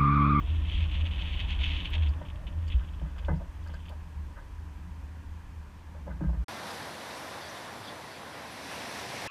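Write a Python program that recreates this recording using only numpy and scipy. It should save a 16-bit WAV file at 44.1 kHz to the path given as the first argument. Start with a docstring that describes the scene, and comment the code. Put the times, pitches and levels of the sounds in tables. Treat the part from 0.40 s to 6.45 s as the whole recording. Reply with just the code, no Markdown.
"""A baitcasting reel is cranked in a small boat on a river, heard by a camera in a closed case on a hull mount.
Its gears whirr in surges, then falter and stop: random tooth clicks ring the frame and side plates.
The line guide ticks, the mount hums as a wavering sine, and the hull shakes under the angler.
Knocks travel along the hull, treble first. Coloured noise makes the far river and road wash and the hiss."""
import sys
import numpy as np
from scipy import signal
from scipy.io import wavfile
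from scipy.ndimage import uniform_filter1d

SR = 44100
rng = np.random.default_rng(int(sys.argv[2]) if len(sys.argv) > 2 else 0)


def log_audio(samples):
    """Write samples as a 16-bit WAV file to the path given in sys.argv[1]."""
    # one column per channel
    frames = np.atleast_2d(samples).T
    # limit to full scale, then quantise
    limited = np.clip(frames, -1, 1)
    pcm = np.round(limited * 32767).astype(np.int16)
    wavfile.write(sys.argv[1], SR, pcm)


N = 266628
T = np.arange(N) / SR  # time of every sample in seconds


def amp(db):
    """Turns dB into a gain."""
    return 10 ** (np.asarray(db) / 20)


def evened(x):
    """Scales a sound to an rms of 1."""
    return x / np.sqrt(np.mean(x ** 2) + 1e-20)


def follow(rows):
    """Joins rows of (seconds, dB) into a gain for every sample, practically silent outside their span."""
    s, db = np.transpose(rows)
    return amp(np.interp(T, s, db, left=-120, right=-120))


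def add(mix, s, sound):
    """Lays a sound into the mix at s seconds."""
    start = max(round(s * SR), 0)
    part = mix[start:][:len(sound)]
    part += sound[:len(part)]


def resonate(x, hz, width):
    """A resonance of gain 1: shifts hz down to zero, smooths, and shifts back."""
    turn = np.exp(2j * np.pi * hz * np.arange(len(x)) / SR)
    r = np.exp(-np.pi * width / SR)
    smooth = signal.lfilter([1 - r], [1, -r], x / turn)
    return 2 * (turn * smooth).real


def drift(per_s):
    """Slow random wandering of rms 1: noise kept below per_s Hz."""
    b, a = signal.butter(2, per_s, fs=SR)
    return evened(signal.lfilter(b, a, rng.standard_normal(N)))


def noise(tone, patchy_db, size=1024):
    """Noise of rms 1 from random short-time spectra of the given colour, with drifting patches."""
    hz = np.fft.rfftfreq(size, 1 / SR)
    a, b, patches = rng.standard_normal((4 * N // size + 5, len(hz), 3)).T
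    # smooth over neighbouring pitches, then over time
    patches = uniform_filter1d(patches, size=8, axis=0)
    patches = evened(uniform_filter1d(patches, size=10, axis=1))
    f, db = np.transpose(tone)
    colour_db = np.interp(np.log(hz + 1), np.log(f), db, left=-120, right=-120)
    spectra = (a + 1j * b) * amp(colour_db[:, None] + patchy_db * patches)
    sound = signal.istft(spectra, nperseg=size, noverlap=3 * size // 4)[1]
    return evened(sound[:N])


def body(x, modes):
    """A solid part rings at its modes: steep resonances of alternating sign; white noise keeps its level."""
    tick = np.arange(SR // 4) == 0
    ring = np.zeros(len(tick))
    for k, (hz, width, db) in enumerate(modes):
        # two passes make the resonance steep
        mode = resonate(resonate(tick, hz, width), hz, width)
        ring += (-1) ** k * amp(db) * evened(mode)
    return signal.oaconvolve(x, ring / np.linalg.norm(ring))[:N]


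def contacts(per_s, spread_db):
    """Dense uneven clicks at random moments, per_s a second on average, scaled to rms 1."""
    size = amp(spread_db * np.minimum(rng.exponential(1, N), 5))
    size = size * rng.choice([-1., 1.], N)
    return evened(size * (rng.random(N) < per_s / SR))


def bursts(s, db, t60, rise):
    """A level that rises at each event and dies away, by 60 dB in t60 seconds."""
    level, t = np.zeros(N), np.arange(SR // 2) / SR
    for at, start_db, tail, up in np.broadcast(s, db, t60, rise):
        add(level, at, amp(start_db - 60 * t / tail) * (1 - np.exp(-t / up)))
    return level


def strikes(s, db):
    """One single-sample click at each event."""
    out = np.zeros(N)
    out[np.round(np.asarray(s) * SR).astype(int)] = amp(db)
    return out


def knock(rub, s, db, t60, rise, blow_db):
    """A first blow, stronger the sharper the contact, the contact itself, and a weaker, longer rattle."""
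    blow = strikes(s, db + blow_db) * 0.0011 / np.interp(T, s, rise)
    contact = bursts(s, db, t60, rise)
    rattle = bursts(s, db - 17.5, 2.5 * t60, rise=0.03)
    return blow + rub * (contact + rattle)


def outdoors():
    """Far wash and microphone hiss are coloured noise; the camera electronics whine on one faint tone."""
    # Strength of the far wash. Each row: time in seconds, level in dB.
    wash_level = [(0.0, -57.5), (1.51, -52.5), (1.97, -58.5), (6.05, -58.5)]
    # Colour of the wash through the case. Each row: pitch in Hz, relative strength in dB per Hz.
    wash_tone = [(210, -2), (350, -7), (490, -10.5), (526, -14.5), (613, -17.5), (707, -18.5), (767, -11.5),
                 (960, -1.5), (1290, -12.5), (1660, -8), (2240, -16), (2450, -13.5), (4000, -36.5),
                 (5200, -49), (8800, -120)]
    # Colour of the microphone hiss. Each row: pitch in Hz, relative strength in dB per Hz.
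    hiss_tone = [(1470, -19), (2500, -6), (3070, -0.5), (3860, -5), (6240, -7), (9140, -12.5), (14700, -16),
                 (15500, -28)]
    hiss_db, whine_db = -68.5, -87.5
    wash = follow(wash_level) * noise(wash_tone, .6)
    hiss = amp(hiss_db) * noise(hiss_tone, 0.29, size=512)
    whine = evened(resonate(rng.standard_normal(N), hz=8620, width=44))
    return wash + hiss + amp(whine_db) * whine


def mount():
    """The mount keeps ringing at its own pitch, wavering in level and phase, over deep rocking noise."""
    # Strength of the hum before it wavers. Each row: time in seconds, level in dB.
    hum_level = [(0.0, -43.5), (0.09, -28.5), (0.28, -28), (0.35, -37), (0.43, -23), (0.51, -32),
                 (0.6, -26), (0.69, -29), (0.76, -41), (0.82, -33), (1.16, -35), (1.35, -31), (1.46, -48),
                 (1.6, -22.5), (1.7, -25), (1.82, -44.5), (2.1, -42.5), (2.17, -30), (2.43, -39),
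                 (2.7, -44.5), (2.92, -29), (3.0, -41), (3.12, -48), (3.3, -39.5), (3.6, -41.5),
                 (3.67, -50), (3.8, -35.5), (4.0, -56), (4.17, -44.5), (4.97, -41.5), (5.08, -57),
                 (5.18, -39.5), (5.3, -51), (5.6, -41), (6.04, -51)]
    # Strength of the deep rocking. Each row: time in seconds, level in dB.
    rock_level = [(0, -40), (.3, -33.5), (1.3, -31.5), (1.7, -38.5), (2.45, -38), (3.0, -36.5), (3.6, -47),
                  (5.3, -47.5), (5.7, -46), (6.05, -37)]
    # Colour of the rocking. Each row: pitch in Hz, relative strength in dB per Hz.
    rock_tone = [(8, -40), (20, -17), (30, -13), (43, -8), (62, -6.5), (72, -13), (95, -36)]
    mount_hz, waver_db, waver_per_s = 77, 1.5, 4.6
    turns = mount_hz * T + 0.29 * drift(1.98)
    hum = np.sqrt(2) * np.sin(2 * np.pi * turns)
    hum = hum * follow(hum_level) * amp(waver_db * drift(waver_per_s))
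    return hum + follow(rock_level) * noise(rock_tone, 1.6, size=8192)


def hull():
    """Bending waves carry treble faster than bass, so each knock cracks first and booms after."""
    # Knocks and scuffs on the hull. Each row: start in seconds, level before the soft rise in dB,
    # bright modes in dB and bass in dB against that level, rise time in seconds.
    knocks = [(1.204, -53, -7, -4, .002), (1.546, -44, -5, -18, 0.0076), (1.814, -46, -7.5, 1, 0.0016),
              (2.400, -60.5, 10.5, -13, 0.0023), (2.615, -51.5, -8, 9.5, 0.0015),
              (2.635, -53, 7.5, 21, 0.027), (2.76, -48, 4, -15, 0.014), (2.81, -47, -6, -15, .015),
              (2.883, -30, -6, 1, 0.0035), (2.905, -43, -20, 19, 0.014), (3.0, -39, -13, -8, 0.013),
              (3.262, -53, 3.5, -19, 0.0026), (3.293, -55.5, -7, 2.5, 0.0015),
              (3.338, -53.5, 4.5, -17, 0.0019), (3.496, -40, -10, -31, 0.012),
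              (3.959, -45.5, 5.5, -19, 0.019), (5.545, -44, -10, -20, 0.011),
              (5.668, -40.5, -13, 2, 0.0063), (5.699, -52.5, 6, 10, 0.0051),
              (5.807, -43.5, -6.5, 14.5, 0.0023), (5.834, -46.5, -1, 14.5, 0.0043),
              (5.891, -47, -14, 7.5, 0.002), (5.930, -47, -6, 6.5, 0.0031)]
    # Ringing modes of the hull. Each row: pitch in Hz, width of one filter pass in Hz, relative level in dB.
    low_modes = [(150.4, 18.4, -1), (180.7, 18.6, -1.5), (295.5, 72, -8)]
    mid_modes = [(433, 1100, -10), (577, 200, 11.5), (823, 70, -1), (930, 120, 7.5)]
    bright_modes = [(1220, 145, -6.5), (1580, 196, 0), (2030, 47, -11)]
    # The whole hull thumps as weight shifts.
    # Each row: start in seconds, level before the soft rise in dB, rise time in seconds.
    thumps = [(2.342, -13, 0.0073), (2.9, -28, .005), (5.704, -26.5, 0.014), (5.864, -15.5, 0.011),
              (5.97, -18.5, 0.013)]
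    # Steady shaking of the hull. Each row: time in seconds, level in dB.
    shake_level = [(0, -45), (1.0, -44), (1.8, -45), (2.8, -50.5), (3.6, -52), (5.4, -53), (6.05, -48)]
    # Colour of the shaking. Each row: pitch in Hz, relative strength in dB per Hz.
    shake_tone = [(60, -12), (100, -8), (135, -18), (178, -8), (216, -26), (290, -19), (400, -35),
                  (600, -28.5), (800, -33), (1300, -35.5), (1800, -49)]
    bass_delay = 0.00473  # s
    thump_hz, thump_t60 = 59.9, 0.31  # Hz, s

    s, db, bright_db, bass_db, rise = np.transpose(knocks)
    t60 = 0.099 + 1.45 * rise  # s; softer contacts last longer
    rub = contacts(6000, spread_db=4.0)
    middle = knock(rub, s, db, t60, rise, blow_db=30)
    bright = knock(rub, s, db + bright_db, t60, rise, blow_db=24.5)
    bass = knock(rub, s + bass_delay, db + bass_db, t60, rise, blow_db=36)
    out = follow(shake_level) * noise(shake_tone, 2.07, size=4096)
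    out = out + body(middle, mid_modes) + body(bright, bright_modes) + body(bass, low_modes)
    t = np.arange(SR // 2) / SR
    for at, thump_db, up in thumps:
        swell = amp(thump_db - 60 * t / thump_t60) * (1 - np.exp(-t / up))
        add(out, at, swell * np.sin(2 * np.pi * thump_hz * t))
    return out


def guide():
    """Each line guide tick is a few clicks that ring the guide and carry a wide sharp edge."""
    # Small metal ticks. Each row: start in seconds, level before the soft rise in dB,
    # sharp edge in dB against that level.
    ticks = [(1.498, -60, 7), (1.685, -51, -18), (2.276, -47.5, -15), (2.782, -53.5, -10), (2.85, -55, -17),
             (2.957, -55.5, -16), (3.236, -58, -10), (3.272, -53, -13), (3.336, -52, -12), (3.455, -59, -6),
             (3.4915, -52, -3)]
    # Ringing modes of the guide. Each row: pitch in Hz, width of one filter pass in Hz, relative level in dB.
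    guide_modes = [(4700, 820, 2), (7070, 1300, -7)]
    tick_t60 = 0.058  # s
    s, db, edge_db = np.transpose(ticks)
    clicks = contacts(1100, spread_db=2.8)
    edge = bursts(s, db + edge_db, tick_t60, rise=.004) * clicks
    b, a = signal.butter(2, 5500, "high", fs=SR)
    edge = signal.lfilter(b, a, edge)
    ticking = bursts(s, db, tick_t60, rise=0.0058) * clicks + strikes(s, db + 5)
    return body(ticking, guide_modes) + edge


def reel():
    """Tooth contacts ring frame and plates; bites add a click and a short surge, slack cuts the rattle."""
    # Cranking effort. Each row: time in seconds, gear rattle level in dB before drift, bites and slack.
    crank = [(0.0, -55), (0.22, -54.5), (0.35, -42.5), (0.6, -47), (0.95, -43.5), (1.25, -40), (1.4, -43.5),
             (1.68, -47.5), (1.715, -82)]
    # The gears bite. Each row: start in seconds, added rattle before the soft rise in dB,
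    # time to die away by 60 dB in seconds.
    bites = [(0.071, -51, 0.34), (0.2853, -42, 0.044), (.322, -47, 0.13), (0.539, -40, 0.12),
             (0.609, -36.5, 0.038), (0.654, -36.5, 0.062), (0.712, -39.5, 0.045), (0.792, -36.5, 0.032),
             (0.950, -50, 0.04), (0.993, -33, 0.067), (1.083, -44, 0.13), (1.232, -37, 0.2),
             (1.348, -45, 0.26), (1.451, -35, 0.072), (1.534, -29.5, 0.088), (1.6235, -36.5, 0.046),
             (1.852, -49.5, 0.083), (1.8855, -46, 0.022), (1.901, -43.5, 0.038), (1.958, -49.5, 0.037),
             (2.0685, -43, 0.084), (2.127, -52.5, 0.032), (2.2807, -46.5, 0.04), (2.301, -40.5, 0.066),
             (2.319, -38.5, 0.092), (2.7824, -46, 0.082), (2.848, -43.5, 0.043), (3.4545, -49.5, 0.06),
             (3.484, -44.5, 0.054)]
    # The gears run slack for a moment. Each row: middle in seconds, depth in dB,
    # time from the middle to about a third of the depth in seconds.
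    slack = [(0.479, 8, 0.02), (0.638, 7, 0.013), (0.701, 9, 0.01), (1.066, 7, 0.02), (1.175, 11.5, 0.017),
             (1.43, 3, 0.017), (1.495, 6, 0.024), (1.599, 6.5, 0.026)]
    # Ringing modes of the reel frame, then of the side plates, which ring when the gears bite hard.
    # Each row: pitch in Hz, width of one filter pass in Hz, relative level in dB.
    frame = [(2308, 960, 2.5), (2616, 184, 3), (2958, 525, 5.5), (3456, 500, -1), (3712, 104, -6.5),
             (3930, 750, -15)]
    plates = [(4470, 54, -0.5), (4310, 1400, 6.5), (5480, 180, -3.5), (6370, 510, -3), (7060, 290, -9)]
    # Line guide and idle gears rustle after the cranking. Each row: time in seconds, level in dB.
    rustle = [(1.7, -62), (2.09, -75), (2.29, -60.5), (3.12, -75.5), (3.33, -61.5), (3.7, -82)]
    # A thin whir near the reel that fades. Each row: time in seconds, level in dB.
    whir_level = [(0, -66), (1.3, -65), (1.7, -69), (2.5, -71), (2.9, -80)]
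    plates_db = -23  # plates against the rattle, when the rattle is at -40 dB
    plates_growth = 1.4  # the plates grow faster than the rattle

    s, db, t60 = np.transpose(bites)
    level = follow(crank) * amp(drift(35)) + bursts(s, db, t60, rise=0.0052)
    for middle, depth_db, length in slack:
        level = level * amp(-depth_db * np.exp(-((T - middle) / length) ** 2))
    plates_level = amp(plates_db - 40) * (level / amp(-40)) ** plates_growth
    teeth = contacts(1900, spread_db=2.7)
    clicks = strikes(s, db + 16)
    clicks = clicks + follow(rustle) * contacts(500, spread_db=3.5)  # idle gears tick sparsely
    whir = evened(resonate(rng.standard_normal(N), hz=1825, width=30))
    frame_ring = body(level * teeth + clicks, frame)
    plates_ring = body(plates_level * teeth, plates)
    return frame_ring + plates_ring + whir * follow(whir_level)


def scene():
    """All sources on one microphone."""
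    return (outdoors() + mount() + hull() + guide() + reel())[None]


def record(dry):
    """Softens both ends, then removes what lies above the band limit."""
    edge_hz = 15600
    soft = dry * signal.windows.tukey(N, .002)
    low_pass = signal.firwin(511, edge_hz, window=("kaiser", 9), fs=SR)
    return signal.oaconvolve(soft, low_pass[None], "same")


dry = scene()
out = record(dry)
log_audio(out)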